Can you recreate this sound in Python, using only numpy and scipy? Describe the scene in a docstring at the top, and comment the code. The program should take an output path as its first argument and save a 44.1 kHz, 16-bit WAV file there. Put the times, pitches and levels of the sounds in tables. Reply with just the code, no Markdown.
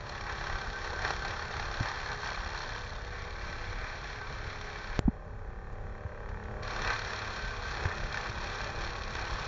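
"""A large wood chipper runs on a lawn, a few metres from the microphone, and wind rumbles throughout.
Its rotor turns about 35 times a second over a clatter that repeats every turn. From the start two knives bite
a branch in turn: noise bursts roar and splinter through the steel hopper, with squeaks and a few thumping knocks.
Near 5 s the feed runs empty, the rotor speeds up and its dry slap stands out. Two twigs tick just after 6 s,
then from about 6.6 s the next branch is cut and the rotor slows again."""
import sys
import numpy as np
from scipy import signal
from scipy.fft import rfft, irfft, next_fast_len
from scipy.io import wavfile
from scipy.ndimage import uniform_filter1d

SR = 44100
rng = np.random.default_rng(int(sys.argv[2]) if len(sys.argv) > 2 else 0)


def materialize(psi):
    """Save the field psi as 16-bit PCM at rate SR to the path in sys.argv[1].

    A 1-D psi becomes a single channel; in a 2-D psi each row is a channel.
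    """
    bounded = np.clip(np.atleast_2d(psi).T, -1, 1)
    quanta = np.round(bounded * 32767).astype(np.int16)
    wavfile.write(sys.argv[1], SR, quanta)


N = 417627
TIME = np.arange(N) / SR

# Rotor speed, sagging under load. Each row: time in seconds, turns a second in Hz.
SPEED = [(0.0, 34.62), (0.7, 34.49), (1.3, 34.71), (1.7, 34.55), (2.3, 34.86), (3.8, 34.84), (4.1, 34.99),
         (4.97, 35.0), (5.1, 35.69), (6.68, 35.7), (6.9, 35.25), (7.45, 34.58), (8.2, 34.83), (8.75, 34.49),
         (9.47, 34.69)]
# Loudness of the machine's drone. Each row: time in seconds, level in dB.
MACHINE = [(0, -46.5), (1.1, -43), (2, -47), (3, -46.5), (4.4, -47.5), (4.95, -48), (5.15, -50.5),
           (5.7, -49), (6.2, -46), (6.6, -43.5), (6.85, -41), (7.3, -44), (8.2, -44), (9.47, -43)]
# Lines of the drone, before it is scaled as a whole. Each row: multiple of the rotor speed (rounded when used),
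# level running empty in dB, level under load in dB.
HUM = [(1, -7.5, -8.5), (2, -1, -11.5), (3, 5.5, 7), (4, -1, 3), (5, -5, -7), (6, 1.5, -2), (7, -17, -6.5),
       (8, -19, -8), (9, -9.5, -17.5), (10, -3, -0.5), (11, -2, -4.5), (12, 1, 1.5), (13, 1, -1.5),
       (14, -1, 1.5), (15, -1, -4), (16, -2.5, -11), (17, 3, 3), (18, -8.5, -3.5), (19, -16, -4),
       (20, -11.5, -4.5), (21, -3.5, -4.5), (22, -1, -5), (23, -4.5, -3), (24, -3.5, 0.5), (25, -12, -10),
       (27, -5.5, -3.5), (28, -21, -9.5), (29, -3, -2), (31, -10.5, -7), (32, -3.5, 2), (33, -16, -3),
       (34, -7, -3), (36, -12.5, -11.5), (37, -6, -3.5), (39, -16, -9.5), (42, -6, -6.5), (46, -8.5, -10.5),
       (52, -7.5, -8.5), (58, -20, -21.5), (67, -20, -23.5), (77.3, -43, -28), (194, -40.5, -33)]
# As the load shifts, a drone line swells or sinks. Each row: time in seconds, length in seconds, pitch in Hz,
# lift in dB.
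DRONE_SWELLS = [(1.25, 0.39, 347, 1), (0.85, 1, 590, -3.5), (2.1, 0.4, 418, 2), (3.0, 0.43, 347, -3),
                (4.55, 0.55, 420, 7), (4.3, 0.7, 594, -6), (8.1, 0.55, 213, 5), (6, 0.91, 417, -2.5)]
# The slap stands out once the last chips have cleared. Each row: time in seconds,
# share of the empty drone that slaps (0-1).
CLEARING = [(5.3, 0.7), (6.2, 0.88)]
# Resonances of the hopper and the gaps between them. Each row: centre in Hz, width in Hz, lift in dB.
HOPPER = [(666, 14, -2), (796, 140, 6.5), (1549, 54, 7.5), (1737, 97, 4.5), (2197, 89, -5),
          (2350, 230, 5.5), (2940, 180, -7.5), (3236, 75, 3.5), (3880, 61, -2), (4250, 470, 6.5),
          (4940, 450, -7), (5590, 690, 7.5), (7040, 260, 0)]
# Spectrum of the loose parts. Each row: frequency in Hz, relative level in dB per Hz.
CLATTER_COLOUR = [(100, -23), (200, -3), (300, -16), (400, 2.5), (560, 2.5), (800, -5), (1080, -1.5),
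                  (1350, -7), (1850, -10), (2100, -17), (2550, -12), (2800, -20.5), (4200, -29),
                  (7400, -45)]
# Spectrum of air rushing through fan and chute. Each row: frequency in Hz, relative level in dB per Hz.
AIR_COLOUR = [(300, -11.5), (1000, -1), (2500, 1), (3200, 3), (4300, -3), (5600, -6.5), (7400, -11.5)]

# How much wood the knives take. Each row: time in seconds, cutting level in dB.
FEED = [(0, -48), (0.45, -43), (1.0, -44.5), (1.6, -40.5), (2.35, -42), (2.75, -43.5), (3.1, -48.5),
        (3.45, -45.5), (4.1, -46.5), (4.95, -46), (6.62, -49), (6.7, -43), (6.85, -40), (7.15, -42),
        (7.55, -44.5), (8.2, -42), (8.6, -41), (9.05, -45), (9.47, -40)]
# Pieces of wood in the knives. Each row: start in seconds, end in seconds, extra splintering in dB,
# pitch it rings at in Hz, width in Hz, lift in dB.
PIECES = [(0, 3.1, 0, 850, 199, 2), (3.104, 4.99, -1, 2230, 376, 5.5), (6.625, 9.5, 0.24, 2500, 150, 5.5)]
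# Spells in which one of the two knives bites deep. Each row: start in seconds, end in seconds,
# place in the turn (0-1), depth of the roar (0-1), depth of the splintering (0-1).
BITES = [(-0.3, 2.81, 0.2, 0.88, 0.92), (2.6, 5.3, 0.34, 0.75, 0.6), (1.8, 3.6, 0.67, 0.25, 0.9),
         (6.1, 7.76, 0.73, 0.7, 0.84), (7.5, 9.9, 0.9, 0.7, 0.63), (7.6, 11, 0.2, 0.3, 0.9)]
# Extra hard bites. Each row: time in seconds, strength of the roar in dB, strength of the splintering in dB,
# both before biting() adds its bite_db.
HARD_BITES = [(0.093, 4.8, 6.7), (0.21, 5.5, 4.5), (.497, 2, 3.1), (0.614, 6.3, 6), (1.048, 5, 4),
              (1.105, 8, 8), (1.249, 6.5, 5.5), (1.596, 4, 6), (1.828, 4, 3), (2.691, 3, 3.6),
              (3.527, 4, 4), (4.325, 4, 2.6), (4.611, 6.5, 7), (6.631, 2, 9), (6.676, 4.6, 5),
              (6.874, 4.5, 5), (6.902, 3, 3), (6.991, 1, 4), (7.853, 5.1, 3), (8.143, 6.6, 4.6),
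              (8.172, 5, 5), (9.035, 3, 4), (9.151, 6.9, 6.5)]
# The rollers grab and the wood surges in. Each row: time in seconds, length in seconds, gain in dB.
SURGES = [(0.29, 0.064, 6), (0.515, 0.15, 3.5), (0.76, 0.035, 1.5), (1.07, 0.093, 4.5), (1.293, 0.086, 4),
          (1.44, 0.053, 2), (1.643, 0.064, 2.5), (1.87, 0.072, 5), (2.118, 0.033, 6), (2.274, 0.062, 3.5),
          (3.86, 0.15, 2), (6.7, 0.06, 2.5), (6.907, 0.073, 5), (7.913, 0.13, 4.5), (8.167, 0.054, 2),
          (8.276, 0.074, 3.5), (9.206, 0.072, 4.5)]
# A thick piece crunches low. Each row: time in seconds, length in seconds, level in dB, pitch in Hz.
CRUNCHES = [(1.07, 0.08, -45, 402), (6.76, 0.09, -41.5, 450), (6.886, 0.07, -42.5, 560),
            (7.84, 0.1, -43.5, 560)]
# Spectrum of the cutting. Each row: frequency in Hz, relative level in dB per Hz.
CUT_COLOUR = [(150, -22), (320, -12), (500, -6), (800, -4.5), (1150, 2.5), (1400, 0), (1850, 1.5),
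              (2150, -6), (2600, -10), (2900, -11), (3500, -10), (5000, -14.5), (6200, -21), (7400, -28.5)]
# Spectrum of a crunch. Each row: frequency in Hz, relative level in dB per Hz.
CRUNCH_COLOUR = [(200, -18), (340, 2), (600, 2.5), (1000, 3.5), (2000, -34)]

# The strongest gusts. Each row: time in seconds, length in seconds, level in dB.
GUSTS = [(0.68, 0.044, -37.5), (1.45, 0.06, -37), (3.62, 0.47, -44), (5.73, 0.02, -33.5),
         (6.34, 0.043, -42), (6.81, 0.052, -37), (9.15, 0.7, -42)]
# Spectrum of the wind. Each row: frequency in Hz, relative level in dB per Hz.
WIND_COLOUR = [(10, -21), (25, 0.5), (42, -1), (90, -6.5), (130, -14), (200, -22), (300, -29), (600, -59)]
# Wood rubbing on steel makes the hopper sing. Each row: time in seconds, length in seconds, level in dB.
SQUEAKS = [(0.554, 0.044, -39.5), (0.762, 0.051, -37), (0.966, 0.064, -41), (1.248, 0.077, -42),
           (3.6, 0.41, -50), (4.225, 0.043, -39), (7.45, 0.14, -41.5), (7.665, 0.056, -44.5)]
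# Knocks and thumps. Each row: start in seconds, peak in dB, pitch in Hz, time to fade by 60 dB in seconds,
# rise in seconds, crack relative to the peak in dB, thud relative to the swing in dB.
KNOCKS = [(1.804, -33, 265, 0.04, 0.0011, -34, -11), (1.805, -22, 108, 0.077, 0.0012, -31, -15.5),
          (4.9918, -20.5, 54.7, 0.04, 0.00066, 10, -20), (5.052, -18, 43.4, 0.079, 0.0033, -45.5, -38),
          (5.078, -13.5, 223, 0.019, 0.01, -50, -38), (5.0803, -29, 780, 0.0092, 0.0006, -45, -30),
          (5.087, -20.5, 71, 0.032, 0.00142, -48, -33), (6.049, -28, 89.5, 0.056, 0.0027, -52, -35),
          (7.851, -30.5, 1820, 0.022, 0.002, -30, -11), (7.854, -23, 88, 0.085, 0.0018, -30, -16),
          (8.296, -32, 100, 0.069, 0.001, -35, -25)]
# Spectrum of a knock's dull body. Each row: frequency in Hz, relative level in dB per Hz.
THUD_COLOUR = [(40, -5), (120, -5), (280, -2.5), (500, -17), (1000, -21), (2500, -60.5)]
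# Twigs ticking on the hopper. Each row: time in seconds, strength in dB before twigs() adds its tick_db.
TWIGS = [(6.2895, -49), (6.436, -49)]

SLAP_TURN = 0.77  # where in each turn the rotor slaps (turns)
TURN_POINTS = 1260  # points in a stored turn of sound
BITE_FADE_S = 0.61  # time a knife takes to work into or out of the wood
# At a cutting level of FULL_FEED_DB the splintering treble has the level SPLINTER_DB;
# it gains SPLINTER_SLOPE dB for each dB of cutting.
FULL_FEED_DB, SPLINTER_DB, SPLINTER_SLOPE = -41, -46.5, 0.96
SPLIT_HZ = 2700  # roar below, splintering above
WIND_DB = -42  # steady wind on the microphone
TOP_HZ = 7300


def undb(db):
    """Turn decibels into gain."""
    return 10 ** (np.asarray(db) / 20)


def unit(x):
    """Scale to a standard deviation of 1."""
    return x / np.std(x)


def curve(rows, axis=1):
    """Join one column of a table by straight lines in time."""
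    rows = np.array(rows)
    return np.interp(TIME, rows[:, 0], rows[:, axis])


def walk(rate):
    """Drift smoothly at random with spread 1, making about this many new steps a second."""
    hold = int(SR / rate)
    steps = np.repeat(rng.standard_normal(N // hold + 1), hold)
    return unit(uniform_filter1d(steps, hold)[:N])


def colour(x, points, resonances=()):
    """Filter to a spectrum with resonances on top, never sounding ahead of the input; scale to 1."""
    size = next_fast_len(N + SR // 4, True) // 2 * 2
    f = np.fft.rfftfreq(size, 1 / SR)
    hz, db = np.transpose(points)
    gain_db = np.interp(np.log(f + 1), np.log(hz), db)
    for centre, width, lift in resonances:
        gain_db += lift / (1 + (2 * (f - centre) / width) ** 2)
    # folding the cepstrum gives the filter its minimum phase
    cepstrum = irfft(np.log(undb(gain_db)))[:size // 2]
    cepstrum[1:] *= 2
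    response = np.exp(rfft(cepstrum, size))
    return unit(irfft(rfft(x, size) * response)[:N])


def ring(x, hz, width, lift_db):
    """Raise or lower one resonance."""
    b, a = signal.iirpeak(hz, hz / width, fs=SR)
    return x + (undb(lift_db) - 1) * signal.lfilter(b, a, x)


def blow(age, rise, fall):
    """Shape a blow: quick swell, exponential fall, nothing before it."""
    age = np.maximum(age, 0)
    return (1 - np.exp(-age / rise)) * np.exp(-age / fall)


def bell(at, length):
    """Make a smooth bump of height 1."""
    return np.exp(-2 * np.minimum(np.abs(TIME - at) / length, 10) ** 2)


def swells(rows):
    """Make a bell-shaped swell for each row of time, length and dB."""
    return sum(undb(db) * bell(at, length) for at, length, db in rows)


def during(start, end):
    """Give 1 between two times, else 0, with quick soft edges."""
    inside = 1. * (TIME >= start) * (TIME <= end)
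    return uniform_filter1d(inside, SR // 200)


def after(start):
    """Pick the fifth of a second after a moment: its samples and their age in seconds."""
    first = int(start * SR)
    span = slice(first, first + SR // 5)
    return span, TIME[span] - start


def feeding():
    """Give 1 while wood is in the knives, else 0."""
    return sum(during(start, end) for start, end, *_ in PIECES)


def double_slap(angle, rebound=0.06, rebound_db=0.5, fall=0.048):
    """Once a turn the rotor slaps, and again a small part of a turn later; times are in turns."""
    first, second = (blow((angle - SLAP_TURN - lag) % 1, rise=0.0069, fall=fall) for lag in (0, rebound))
    return first + undb(rebound_db) * second


def drone(angle, db, slap):
    """One turn of rattle with given line levels, read round and round; its upper lines bunch into a slap."""
    place = np.arange(TURN_POINTS) / TURN_POINTS
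    accent = 1 + slap * double_slap(place)
    smooth = rfft(rng.standard_normal(TURN_POINTS))
    slapped = rfft(accent * rng.standard_normal(TURN_POINTS))
    multiple = np.arange(len(smooth))
    # the noises give only the timing (phase) of the lines; the table gives their levels
    phase = np.angle(np.where(multiple > 14, slapped, smooth))
    gain = undb(np.interp(multiple, np.round(np.array(HUM)[:, 0]), db, left=-np.inf))
    one_turn = irfft(gain * np.exp(1j * phase))
    return unit(np.interp(angle, place, one_turn))


def wavering(angle, db, rate):
    """Rattles take over from one another: each line wanders on its own while their sum stays level."""
    shares = np.array([walk(rate) for _ in range(5)])
    mixed = sum(share * drone(angle, db, 0) for share in shares)
    return mixed / np.sqrt(np.sum(shares ** 2, axis=0))


def machine(turns, slap=10, play=0.00074, load_play=0.004, loaded_waver=1.17, loaded_drone_db=-1.2,
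            loose_db=-8.5, empty_loose_db=0.4, hiss_db=-21, shake=0.75):
    """Engine and rotor: a drone whose lines waver as load shifts; loose parts and rushing air add noise."""
    _, empty_db, loaded_db = np.transpose(HUM)
    load = uniform_filter1d(feeding(), SR // 5)
    angle = (turns + play * walk(30) + load_play * load * walk(8)) % 1

    # further rattles come and go, so every line swells and fades in its own way
    clear = np.clip(curve(CLEARING), 0, 1)
    empty = clear * drone(angle, empty_db, slap)
    empty = empty + np.sqrt(1 - clear ** 2) * wavering(angle, empty_db, rate=7)
    loaded = drone(angle, loaded_db, 0) + loaded_waver * wavering(angle, loaded_db, rate=8)
    lines = unit(empty) * np.cos(load * np.pi / 2)
    lines = lines + undb(loaded_drone_db) * unit(loaded) * np.sin(load * np.pi / 2)
    for at, length, hz, lift_db in DRONE_SWELLS:
        lines = lines + (ring(lines, hz, 25, lift_db) - lines) * bell(at, length)

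    # running empty, each slap also shakes the loose parts
    slap_shake = blow((angle - SLAP_TURN) % 1, rise=0.01, fall=0.079)
    shaken = undb(empty_loose_db * (1 - load)) + shake * (1 - load) * slap_shake
    loose = colour(rng.standard_normal(N), CLATTER_COLOUR, HOPPER) * shaken * undb(3.3 * load * walk(70))
    air = colour(rng.standard_normal(N), AIR_COLOUR, HOPPER)
    return (lines + undb(loose_db) * loose + undb(hiss_db) * air) * undb(curve(MACHINE))


def knife(turns, offset, depth, scatter_db=1.7, fall=0.17, wander=0.0089):
    """One bite a turn, each of its own strength and a little early or late; fall and wander in turns."""
    angle = turns - offset + 1
    size, late = rng.standard_normal((400, 2)).T
    angle = angle - wander * np.interp(angle, np.arange(len(late)), late)
    strength = undb(scatter_db * size)[angle.astype(int)]
    return depth * strength * blow(angle % 1, rise=0.02, fall=fall)


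def biting(turns, tumble=0.31, bite_db=5.5):
    """Forces behind roar and splintering: knife blows over tumbling chips, and the hard bites."""
    blows = 0
    for start, end, offset, *depths in BITES:
        engaged = np.clip(0.5 + np.minimum(TIME - start, end - TIME) / BITE_FADE_S, 0, 1)
        blows = blows + np.array([knife(turns, offset, depth * engaged) for depth in depths])
    force = np.hypot(tumble, blows)
    # even out the slow loudness, which the feed sets later
    force /= np.sqrt(uniform_filter1d(force ** 2, SR // 10))
    for start, *dbs in HARD_BITES:
        span, age = after(start)
        strike = blow(age, rise=0.0003, fall=0.006)
        hard = np.outer(undb(dbs) * undb(bite_db), strike)
        force[:, span] = np.maximum(force[:, span], hard)
    return force


def alike(turns):
    """Noise that comes round again with every turn of the rotor."""
    place = np.arange(TURN_POINTS) / TURN_POINTS
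    return unit(np.interp(turns % 1, place, rng.standard_normal(TURN_POINTS)))


def crunches(chop, width_hz=260, lift_db=3):
    """A thick piece booms at its own pitch while the knives chop it."""
    wood = colour(chop * rng.standard_normal(N), CRUNCH_COLOUR)
    return sum(undb(db) * unit(ring(wood, hz, width_hz, lift_db)) * bell(at, length)
               for at, length, db, hz in CRUNCHES)


def cutting(turns, grain_db=0.8, cut_db=0.08, uneven_db=1.26, repeat=0.58, surge_share=0.17):
    """Each bite is a burst of snapping fibres; between the bites chips tumble through the chute."""
    chop, split = biting(turns)
    grain = np.repeat(undb(grain_db * rng.standard_normal(N // 20 + 1)), 20)[:N]
    snaps = rng.standard_normal(N) * grain
    # one cut through a piece is partly like the next; the likeness drifts as the wood moves in
    drift = walk(3)
    same_cut = alike(turns) * np.cos(drift) + alike(turns) * np.sin(drift)

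    # the chop roars in the hopper; the splintering gives the treble
    roar = colour(chop * (snaps + repeat * same_cut), CUT_COLOUR, HOPPER)
    crackle = colour(split * snaps, CUT_COLOUR, HOPPER) * undb(0.76 * walk(45))
    low_pass = signal.butter(5, SPLIT_HZ, fs=SR, output="sos")
    high_pass = signal.butter(5, SPLIT_HZ, "high", fs=SR, output="sos")
    body = unit(signal.sosfilt(low_pass, roar))
    splinters = unit(signal.sosfilt(high_pass, crackle))

    # the feed sets the level of both; a surge mostly swells the roar
    feed_db = curve(FEED) + uneven_db * walk(9.9)
    surge_db = sum(db * bell(at, length) for at, length, db in SURGES)
    body = body * undb(feed_db + surge_db + cut_db) + crunches(chop)
    above_full_db = feed_db + surge_share * surge_db - FULL_FEED_DB
    splinters = splinters * undb(SPLINTER_DB + SPLINTER_SLOPE * above_full_db)
    # each piece splinters and rings in its own way
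    return sum(ring(body + undb(splinter_db) * splinters, hz, width, lift_db) * during(start, end)
               for start, end, splinter_db, hz, width, lift_db in PIECES)


def cracks(crack_db=3, spread_db=2, low_hz=900, high_hz=4800, cycles=5, count=400):
    """Single fibres and chips crack at random as short fading tones, louder when the feed is heavy."""
    out = np.zeros(N)
    load = feeding() * undb(curve(FEED) + crack_db)
    for when, pitch, size in rng.random((count, 3)):
        span, age = after(when * TIME[-1])
        hz = low_hz * (high_hz / low_hz) ** pitch
        # a few cracks are much stronger, and higher ones are weaker
        strength = load[span.start] * undb(spread_db * min(-np.log(size), 3)) * np.sqrt(low_hz / hz)
        fade = np.exp(-np.minimum(age * hz / cycles, 20))
        out[span] += strength * np.sin(2 * np.pi * hz * age) * fade
    return out


def wind(eddy_db=1.64):
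    """Eddies buffet the microphone as low noise, with a stronger gust now and then."""
    strength = np.hypot(undb(WIND_DB + eddy_db * walk(14)), swells(GUSTS))
    return colour(rng.standard_normal(N), WIND_COLOUR) * strength


def squeaks(pitch_hz=1548, waver=0.0097):
    """A dragged branch briefly rings a strong hopper resonance as a wavering tone."""
    hz = pitch_hz * (1 + waver * walk(150))
    tone = np.sin(2 * np.pi * np.cumsum(hz) / SR) * undb(1.6 * walk(70))
    return tone * swells(SQUEAKS)


def knocks(snap_s=0.0016):
    """Each knock is a pressure snap, a heavily damped swing and a short dull thud."""
    out = np.zeros(N)
    thud = colour(rng.standard_normal(N), THUD_COLOUR)
    for start, db, hz, t60, rise, crack_db, thud_db in KNOCKS:
        span, age = after(start)
        swell = blow(age, rise, 2 * t60 / np.log(1000)) ** 2
        swing = np.sin(2 * np.pi * hz * age) + undb(thud_db) * thud[span]
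        swing = swing * swell / swell.max()
        snap = blow(age, rise=0.00001, fall=snap_s)
        out[span] += undb(db) * (swing - undb(crack_db) * snap)
    return out


def slaps(turns, slap_db=-1.5, low_hz=950, high_hz=2020):
    """Running empty, each slap of the rotor has a dry rasp: band-limited noise in the same bursts each turn."""
    band = signal.butter(4, [low_hz, high_hz], "band", fs=SR, output="sos")
    rasp = unit(signal.sosfilt(band, rng.standard_normal(N)))
    level = curve(CLEARING) * (1 - feeding()) * undb(curve(MACHINE) + slap_db)
    return rasp * double_slap(turns) * level


def twigs(tick_db=-3, fall=0.0076):
    """As a branch is drawn in, each twig gives a short bright tick of noise on the steel hopper."""
    ticks = sum(undb(db + tick_db) * blow(TIME - start, rise=0.0002, fall=fall) for start, db in TWIGS)
    return colour(rng.standard_normal(N), AIR_COLOUR, HOPPER) * ticks


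def scene():
    """Add all sounds; the rotor angle, counted in turns, drives the clatter, the knives and the slaps."""
    turns = np.cumsum(curve(SPEED)) / SR
    chipper = machine(turns) + cutting(turns) + cracks() + slaps(turns)
    return (chipper + wind() + squeaks() + knocks() + twigs())[None]


def record(dry):
    """A small camera with a narrow audio band: a steep filter removes what lies above TOP_HZ."""
    return signal.sosfilt(signal.ellip(12, 0.2, 70, TOP_HZ, fs=SR, output="sos"), dry)


dry = scene()
out = record(dry)
materialize(out)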